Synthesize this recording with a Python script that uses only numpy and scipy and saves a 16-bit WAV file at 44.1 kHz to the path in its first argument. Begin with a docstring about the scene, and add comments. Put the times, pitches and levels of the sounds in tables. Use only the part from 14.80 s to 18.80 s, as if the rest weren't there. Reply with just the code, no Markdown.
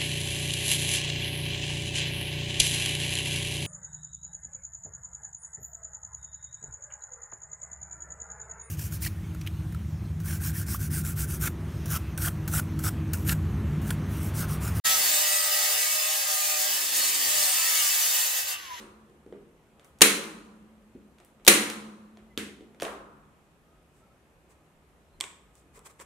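"""Power saw in a concrete wall

Outdoors, close to the microphone: a handheld power saw cuts concrete, over rumble, growl and whir.
The uneven rim scrapes once per turn as lines at multiples of the turn rate; random grains crush under it.
Resonances colour both, tones squeal and judder, and narrow bands of noise give the treble a tonal shimmer.
The disc speeds up as the push eases, labours as it bites again, then lifts out and starts to coast down."""
import sys
import numpy as np
from scipy import signal
from scipy.fft import rfft, irfft
from scipy.io import wavfile

SR = 44100
rng = np.random.default_rng(int(sys.argv[2]) if len(sys.argv) > 2 else 0)


def unload_audio(sound):
    """Save the sound as a 16-bit wav file, at the path given as the first command line argument."""
    columns = np.transpose(np.atleast_2d(sound))
    # keep every value between -1 and 1, then stretch to whole-number steps
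    steps = np.round(np.clip(columns, -1, 1) * 32767)
    wavfile.write(sys.argv[1], SR, steps.astype(np.int16))


N = 176400
T = np.arange(N) / SR
FREQS = np.maximum(np.arange(N // 2 + 1) * SR / N, 1)


def from_db(db):
    """Decibels to gain."""
    return 10 ** (np.asarray(db) / 20)


def unit_power(x):
    """Scale to unit power."""
    return x / np.sqrt(np.mean(x ** 2) + 1e-20)


def in_time(rows):
    """A curve read at every sample."""
    return np.interp(T, *np.transpose(rows))


def at_hz(points, hz):
    """Read a spectrum on a log-frequency axis."""
    f, value = np.transpose(points)
    return np.interp(np.log(hz), np.log(f), value)


def drift(rate_hz):
    """Slow chance with spread 1: noise through two equal low-pass poles, drawn every 100 samples."""
    step, settle = 100, 1000
    pole = np.exp(-2 * np.pi * rate_hz * step / SR)
    noise = rng.standard_normal(N // step + 2 + settle)
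    slow = signal.lfilter([1], [1, -2 * pole, pole * pole], noise)[settle:]
    return np.interp(np.arange(N) / step, np.arange(len(slow)), unit_power(slow))


def rough_drift(depth, rate_a_hz, rate_b_hz):
    """A complex factor around 1 that makes a tone waver in level and phase."""
    return 1 + depth * (drift(rate_a_hz) + 1j * drift(rate_b_hz))


def shaped(x, gain_db):
    """Apply a gain for each frequency."""
    return irfft(rfft(x) * from_db(gain_db), N)


def coloured(x, spectrum):
    """Give a sound a broad colour, at unit power."""
    return unit_power(shaped(x, at_hz(spectrum, FREQS)))


# Far down in the mix, the low rumble before its trim: (time [s], level [dB])
RUMBLE_LEVEL = [(.05,-57),(.3,-64),(.4,-75),(.6,-77),(1.5,-82),(1.7,-71),(2.0,-77.5),(2.4,-73),(2.5,-61),(2.65,-67),(2.78,-80),(3.5,-75),(3.7,-72.5),(4,-68.5)]
# Colour of the rumble: (frequency [Hz], relative level [dB per Hz])
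RUMBLE_COLOUR = [(25,-28),(52,-8),(75,2),(110,-8.5),(200,-7),(400,-41),(700,-47)]
# Low growl from the cut: (time [s], level [dB])
GROWL_LEVEL = [(.05,-57),(.35,-54.5),(.52,-67.5),(1.6,-74.5),(1.8,-61),(2.3,-55),(2.6,-56),(2.85,-68),(3.3,-77),(4,-64)]
# Colour of the growl: (frequency [Hz], relative level [dB per Hz])
GROWL_COLOUR = [(60,-45),(150,-10.5),(240,-0.5),(360,4.5),(480,-2),(800,-24)]
RUMBLE_TRIM_DB = 4


def rumble_and_growl():
    """Two bands of low noise, each following its own level curve."""
    rumble = coloured(rng.standard_normal((2, N)), RUMBLE_COLOUR)
    growl = coloured(rng.standard_normal((2, N)), GROWL_COLOUR)
    return from_db(RUMBLE_TRIM_DB + in_time(RUMBLE_LEVEL)) * rumble + from_db(in_time(GROWL_LEVEL)) * growl


# Turn rate of the disc before its small jitter: (time [s], speed [turns per s])
DISC_SPEED = [(0.05,76.7),(.35,75.9),(.56,74.9),(.85,75.1),(1,76),(1.14,77.5),(1.3,77.8),(1.6,76),(1.84,75.7),(1.91,77.4),(2.1,87),(2.32,90),(2.47,88.8),(2.68,83.7),(2.88,81.3),(3.18,76.7),(3.41,72.3),(3.6,74.5),(3.7,73),(3.78,73.4),(3.85,68.5),(3.91,63),(4,59.5)]
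SPEED_JITTER, JITTER_HZ = 0.0012, 12.2   # share of the speed, rate


def disc_speed():
    """The disc's turn rate over time, with a little chance unevenness."""
    return in_time(DISC_SPEED) * (1 + SPEED_JITTER * drift(JITTER_HZ))


# Multiples of the turn rate that stand out or stay back: (multiple, lift [dB])
STRONG_ORDERS = [(8,-5.5),(9,-3.5),(10,-3.5),(12,0.5),(16,-3.5),(17,-2),(21,6.5),(24,0),(26,4),(29,2.5),(32,1.5),(34,3.5)]
RIM_WEAR_HZ, RIM_ROUGH = 3.44, 1.53   # rate of change (at the tenth multiple), depth
# Above this speed the rim skips and its drone turns ragged
SLIP_FROM_TURNS_PER_S, SLIP_PER_TURN_RATE, SLIP_HZ = 76.4, 0.13, 41


def rim_bumps(turns, speed, count=72):
    """Bumps that repeat every turn and slowly change: wavering lines at multiples of the turn rate."""
    out = np.zeros((2, N))
    lifts = {round(k): db for k, db in STRONG_ORDERS}
    slip = np.clip(SLIP_PER_TURN_RATE * (speed - SLIP_FROM_TURNS_PER_S), 0, 1)
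    for k in range(1, count + 1):
        wear_hz = RIM_WEAR_HZ * np.sqrt(k / 10)   # finer bumps change faster
        phase = 2 * np.pi * k * turns + slip * drift(SLIP_HZ)
        line = np.exp(1j * phase) * rough_drift(RIM_ROUGH, wear_hz, wear_hz)
        start_phases = np.exp(2j * np.pi * rng.random((2, 1)))
        out += from_db(lifts.get(k, 0)) * (line * start_phases).real
    return out


# Air and gear noise of the running saw: (frequency [Hz], relative level [dB per Hz])
WHIR_COLOUR = [(60,-34),(300,-17.5),(600,-4),(1000,-4),(1400,-2),(1950,7),(2450,0),(2900,5.5),(4500,-1.5),(6700,0.5),(9300,-21),(11300,-0.5),(14000,-25),(16000,-39)]
# Gear whine, heard once the disc runs free: (time [s], level [dB])
GEAR_WHINE = [(3.6,-70),(3.7,-48),(3.78,-53),(3.84,-52),(3.88,-57),(3.925,-40),(3.96,-50),(4,-57)]
GEAR_TEETH = 16
WHIR_DB, WHIR_DB_PER_DOUBLING = -44.5, 3.5   # level at the mean speed, rise per doubling of speed
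WHIR_FLUTTER_DB, WHIR_FLUTTER_HZ = 0.96, 40
BUZZ_DB = -3.5   # the disc's buzz, weighed against its rushing air


def motor(speed, turns, bumps, rough=0.47):
    """Rushing air, the disc's buzz and the gear's whine, all tied to the speed."""
    rush = coloured(rng.standard_normal((2, N)), WHIR_COLOUR)
    buzz = from_db(BUZZ_DB) * coloured(bumps, WHIR_COLOUR)
    speed_db = WHIR_DB_PER_DOUBLING * np.log2(speed / speed.mean())
    flutter_db = WHIR_FLUTTER_DB * drift(WHIR_FLUTTER_HZ)
    air = from_db(WHIR_DB + speed_db + flutter_db) * unit_power(rush + buzz)
    mesh = np.exp(2j * np.pi * GEAR_TEETH * turns) * rough_drift(rough, 23, 30)
    return air + from_db(in_time(GEAR_WHINE)) * np.array([mesh.real, mesh.imag])


# The disc catches in the slot:
# (centre time [s], time to fall to 1/e^2 [s], frequency [Hz], peak level before roughness [dB])
SQUEALS = [(0.098,0.095,1880,-36.5),(0.09,0.06,2820,-41),(0.12,0.077,3400,-37),(0.14,0.06,5940,-34),(0.27,0.096,4490,-35),(0.488,0.044,4900,-31),(0.585,0.076,4880,-36),(0.57,0.098,8540,-33.5),(0.732,0.04,5192,-37),(0.857,0.38,4870,-40.5),(0.96,0.05,2850,-37),(1.04,0.055,1940,-37),(1.22,0.077,2630,-36),(1.23,0.15,3520,-41),(1.386,0.059,2630,-42),(1.971,0.04,2940,-41),(2.24,0.06,4270,-31.5),(2.499,0.1,4950,-39),(2.988,0.12,2220,-37.5),(3.01,0.05,2858,-37),(3.2,0.2,8360,-40),(3.546,.1,2620,-42.5),(3.75,0.05,2600,-47),(3.75,0.053,2930,-47),(3.746,0.068,2750,-43)]


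def squeals(rough=0.4, rough_hz=40):
    """One disc mode swells and dies each time the steel rubs the side of the slot."""
    out = np.zeros((2, N))
    for centre, length, hz, db in SQUEALS:
        swell = from_db(db) * np.exp(-2 * ((T - centre) / length) ** 2)
        ring = np.exp(2j * np.pi * hz * T) * rough_drift(rough, rough_hz, rough_hz)
        out += swell * np.array([ring.real, ring.imag])
    return out


# The disc judders in the slot at a multiple of its turn rate:
# (start [s], end [s], multiple, centre level before waver [dB])
JUDDERS = [(0.018,1.92,8,-48),(0.02,1.0,10,-51.5),(1.28,1.89,10,-50),(0.02,0.197,17,-39.5),(0.506,0.96,17,-46),(0.14,1.38,16,-51),(1.44,1.8,16,-47.5),(1.06,1.42,14,-54),(0.44,0.83,26,-42.5),(0.75,1.16,29,-47),(1.6,1.8,32,-42.5),(0.875,1.06,6,-56.5),(2.1,2.52,3,-62),(2.48,2.71,7,-48.5),(2.75,3.05,16,-48.5),(2.9,3.1,15,-46),(3.33,3.47,12,-47)]
JUDDER_FADE_S = 0.032


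def judders(turns, rough=0.24, rough_hz=18, side_share=0.46):
    """Wavering tones locked to the rotation while the disc bounces in the slot."""
    out = 0
    for start, end, multiple, db in JUDDERS:
        held = np.clip(np.minimum(T - start, end - T) / JUDDER_FADE_S, 0, 1)
        tone = np.exp(2j * np.pi * round(multiple) * turns) * rough_drift(rough, rough_hz, rough_hz)
        out = out + from_db(db) * held * tone
    return np.sqrt(2) * np.array([out.real, side_share * out.imag])


# Resonances of guard and disc: (frequency [Hz], width [Hz], lift [dB])
GUARD_AND_DISC_MODES = [(600,89,5.5),(764,56,8.5),(1230,53,9),(1976,28,3.5),(2632,69,10.5),(2913,71,8),(3630,53,5),(4540,100,5.5),(4993,123,6.5),(5300,38,4.5),(6710,400,3),(7000,240,4),(8300,640,5),(9410,450,5.5),(10470,170,5.5),(11870,380,4.5),(13400,190,7),(14100,240,0),(15340,350,6.5)]
MODE_FLICKER_HZ = 1.9


def body(x, flicker):
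    """Guard and disc ring; with flicker, each resonance comes and goes as the contact shifts."""
    spectrum, power, ringing = rfft(x), 1, 0
    for hz, width_hz, lift_db in GUARD_AND_DISC_MODES:
        bell = 1 / (1 + (2 * (FREQS - hz) / width_hz) ** 2)
        power = power + (from_db(lift_db) ** 2 - 1) * bell * np.sqrt(bell)
        if flicker:
            band = irfft(spectrum * bell, N) * (from_db(lift_db) - 1)
            ringing = ringing + flicker * drift(MODE_FLICKER_HZ) * band
    return unit_power(irfft(spectrum * np.sqrt(np.abs(power)), N) + ringing)


# Colour of the crushing grit, shared by the shimmer: (frequency [Hz], relative level [dB per Hz])
GRIT_COLOUR = [(100,-32),(400,-44),(500,-11.5),(1000,-11),(1450,-9.5),(1800,0),(2400,-9),(3300,-1.5),(4200,-1.5),(7500,1.5),(10000,-3.5),(13000,-0.5),(15800,-3.5)]
SHIMMER_LOW_HZ, SHIMMER_HIGH_HZ, BAND_DRIFT_HZ = 1801, 15543, 22
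SHIMMER_DB, SWELL_DB, SWELL_HZ = -4.5, 6, 10.1   # level within the cut, swell depth and rate


def tonal_shimmer(count=130):
    """Narrow bands of noise at random places, each swelling and fading by chance: a tonal shimmer."""
    out = np.zeros((2, N))
    places = (np.arange(count) + rng.random(count)) / count
    for k, place in enumerate(places):
        angle = 2 * np.pi * (SHIMMER_LOW_HZ + place * (SHIMMER_HIGH_HZ - SHIMMER_LOW_HZ)) * T
        swell = from_db(SWELL_DB * np.minimum(drift(SWELL_HZ), 1.8))
        narrow_band = np.cos(angle) * drift(BAND_DRIFT_HZ) + np.sin(angle) * drift(BAND_DRIFT_HZ)
        out[k % 2] += swell * narrow_band
    return from_db(SHIMMER_DB) * body(coloured(out, GRIT_COLOUR), 0)


# The rim's once-per-turn drone within the cut, before its trim: (time [s], level [dB])
DRONE_LEVEL = [(.1,4),(.3,2),(1.2,0),(1.8,0),(2.0,2),(2.3,1.5),(2.6,2),(3.0,0),(3.4,-2.5),(3.55,-2.5),(4,14)]
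# Colour of the rim's scraping: (frequency [Hz], gain [dB])
RIM_COLOUR = [(70,-47),(150,-28),(230,-17.5),(380,-32),(470,-5),(900,2.5),(1400,-3),(2000,2.5),(3000,1.5),(4500,8),(7000,-19)]
RIM_TRIM_DB = -11.5


def rim(bumps):
    """The uneven rim scrapes the slot and sets guard and disc droning."""
    return from_db(RIM_TRIM_DB + in_time(DRONE_LEVEL)) * body(coloured(bumps, RIM_COLOUR), 0)


GRIT_DB, MODE_FLICKER = -1.64, 0.4   # level within the cut, depth of the resonances' flicker
GRAINS_PER_S, GRAIN_SPREAD_DB = 22000, 2
TURN_SWING_DB, CHATTER_DB, CHATTER_HZ = 0.7, 0.93, 11.4


def grit(turns):
    """Dense grains crush under the rim, harder at some points of each turn."""
    sizes_db = GRAIN_SPREAD_DB * np.minimum(rng.exponential(1, (2, N)), 4)
    signs = rng.choice([-1, 1], (2, N))
    grains = from_db(sizes_db) * signs * (rng.random((2, N)) < GRAINS_PER_S / SR)
    high_spots = 0
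    for k in range(1, 9):
        high_spots = high_spots + np.cos(2 * np.pi * k * turns + drift(RIM_WEAR_HZ) * np.pi)
    press = from_db(TURN_SWING_DB * unit_power(high_spots) + CHATTER_DB * drift(CHATTER_HZ))
    return from_db(GRIT_DB) * body(coloured(grains * press, GRIT_COLOUR), MODE_FLICKER)


# How hard the disc bites, as a level on grit, rim and shimmer together: (time [s], level [dB])
BITE_LEVEL = [(.05,-23.5),(.2,-25),(.6,-27),(.75,-27),(1.04,-27),(1.1,-28.5),(1.7,-28.5),(1.96,-28),(2.04,-31),(2.11,-31),(2.17,-25.5),(2.34,-28.5),(2.42,-26),(3.0,-25.5),(3.45,-26),(3.5,-29.5),(3.59,-29),(3.655,-36.5),(3.69,-32),(3.73,-34.5),(3.78,-52),(4,-67)]


def cut(turns, bumps):
    """The main source: grit, rim and treble shimmer all grow with the bite."""
    return from_db(in_time(BITE_LEVEL)) * (grit(turns) + rim(bumps) + tonal_shimmer())


# Gain on the side part, thin near 2300 and 4500 Hz: (frequency [Hz], gain [dB])
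SIDE_GAIN = [(50,-9),(250,-3.5),(600,-1),(800,-0.5),(1300,1),(1900,-1.5),(2300,-12),(2800,0.5),(3400,-5),(4500,-18.5),(5200,0),(15000,-0.5)]
# Lean to the left: (frequency [Hz], left over right [dB])
LEFT_LEAN = [(200,1),(400,0),(700,2.7),(1300,0),(2300,0)]


def scene():
    """All layers as a centre and a side part, the side uneven in frequency, turned into left and right."""
    speed = disc_speed()
    turns = np.cumsum(speed) / SR
    bumps = rim_bumps(turns, speed)
    saw = motor(speed, turns, bumps) + squeals() + judders(turns) + cut(turns, bumps)
    mid, side = rumble_and_growl() + saw
    side = shaped(side, at_hz(SIDE_GAIN, FREQS))
    lean_db = at_hz(LEFT_LEAN, FREQS) * np.array([[.5], [-.5]])   # half up on the left, half down right
    return shaped([mid + side, mid - side], lean_db)


START_S, ATTACK_S, FLOOR_DB = 0.038, 0.018, -78
CUTOFF_HZ = 15750


def record(dry):
    """The sound opens abruptly out of near silence; the top is cut steeply."""
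    opening = np.clip((T - START_S) / ATTACK_S, 0, 1) ** 2
    top = 1 / np.sqrt(1 + (FREQS / CUTOFF_HZ) ** 300)
    return irfft(rfft(dry * np.maximum(opening, from_db(FLOOR_DB))) * top, N)


dry = scene()
out = record(dry)
unload_audio(out)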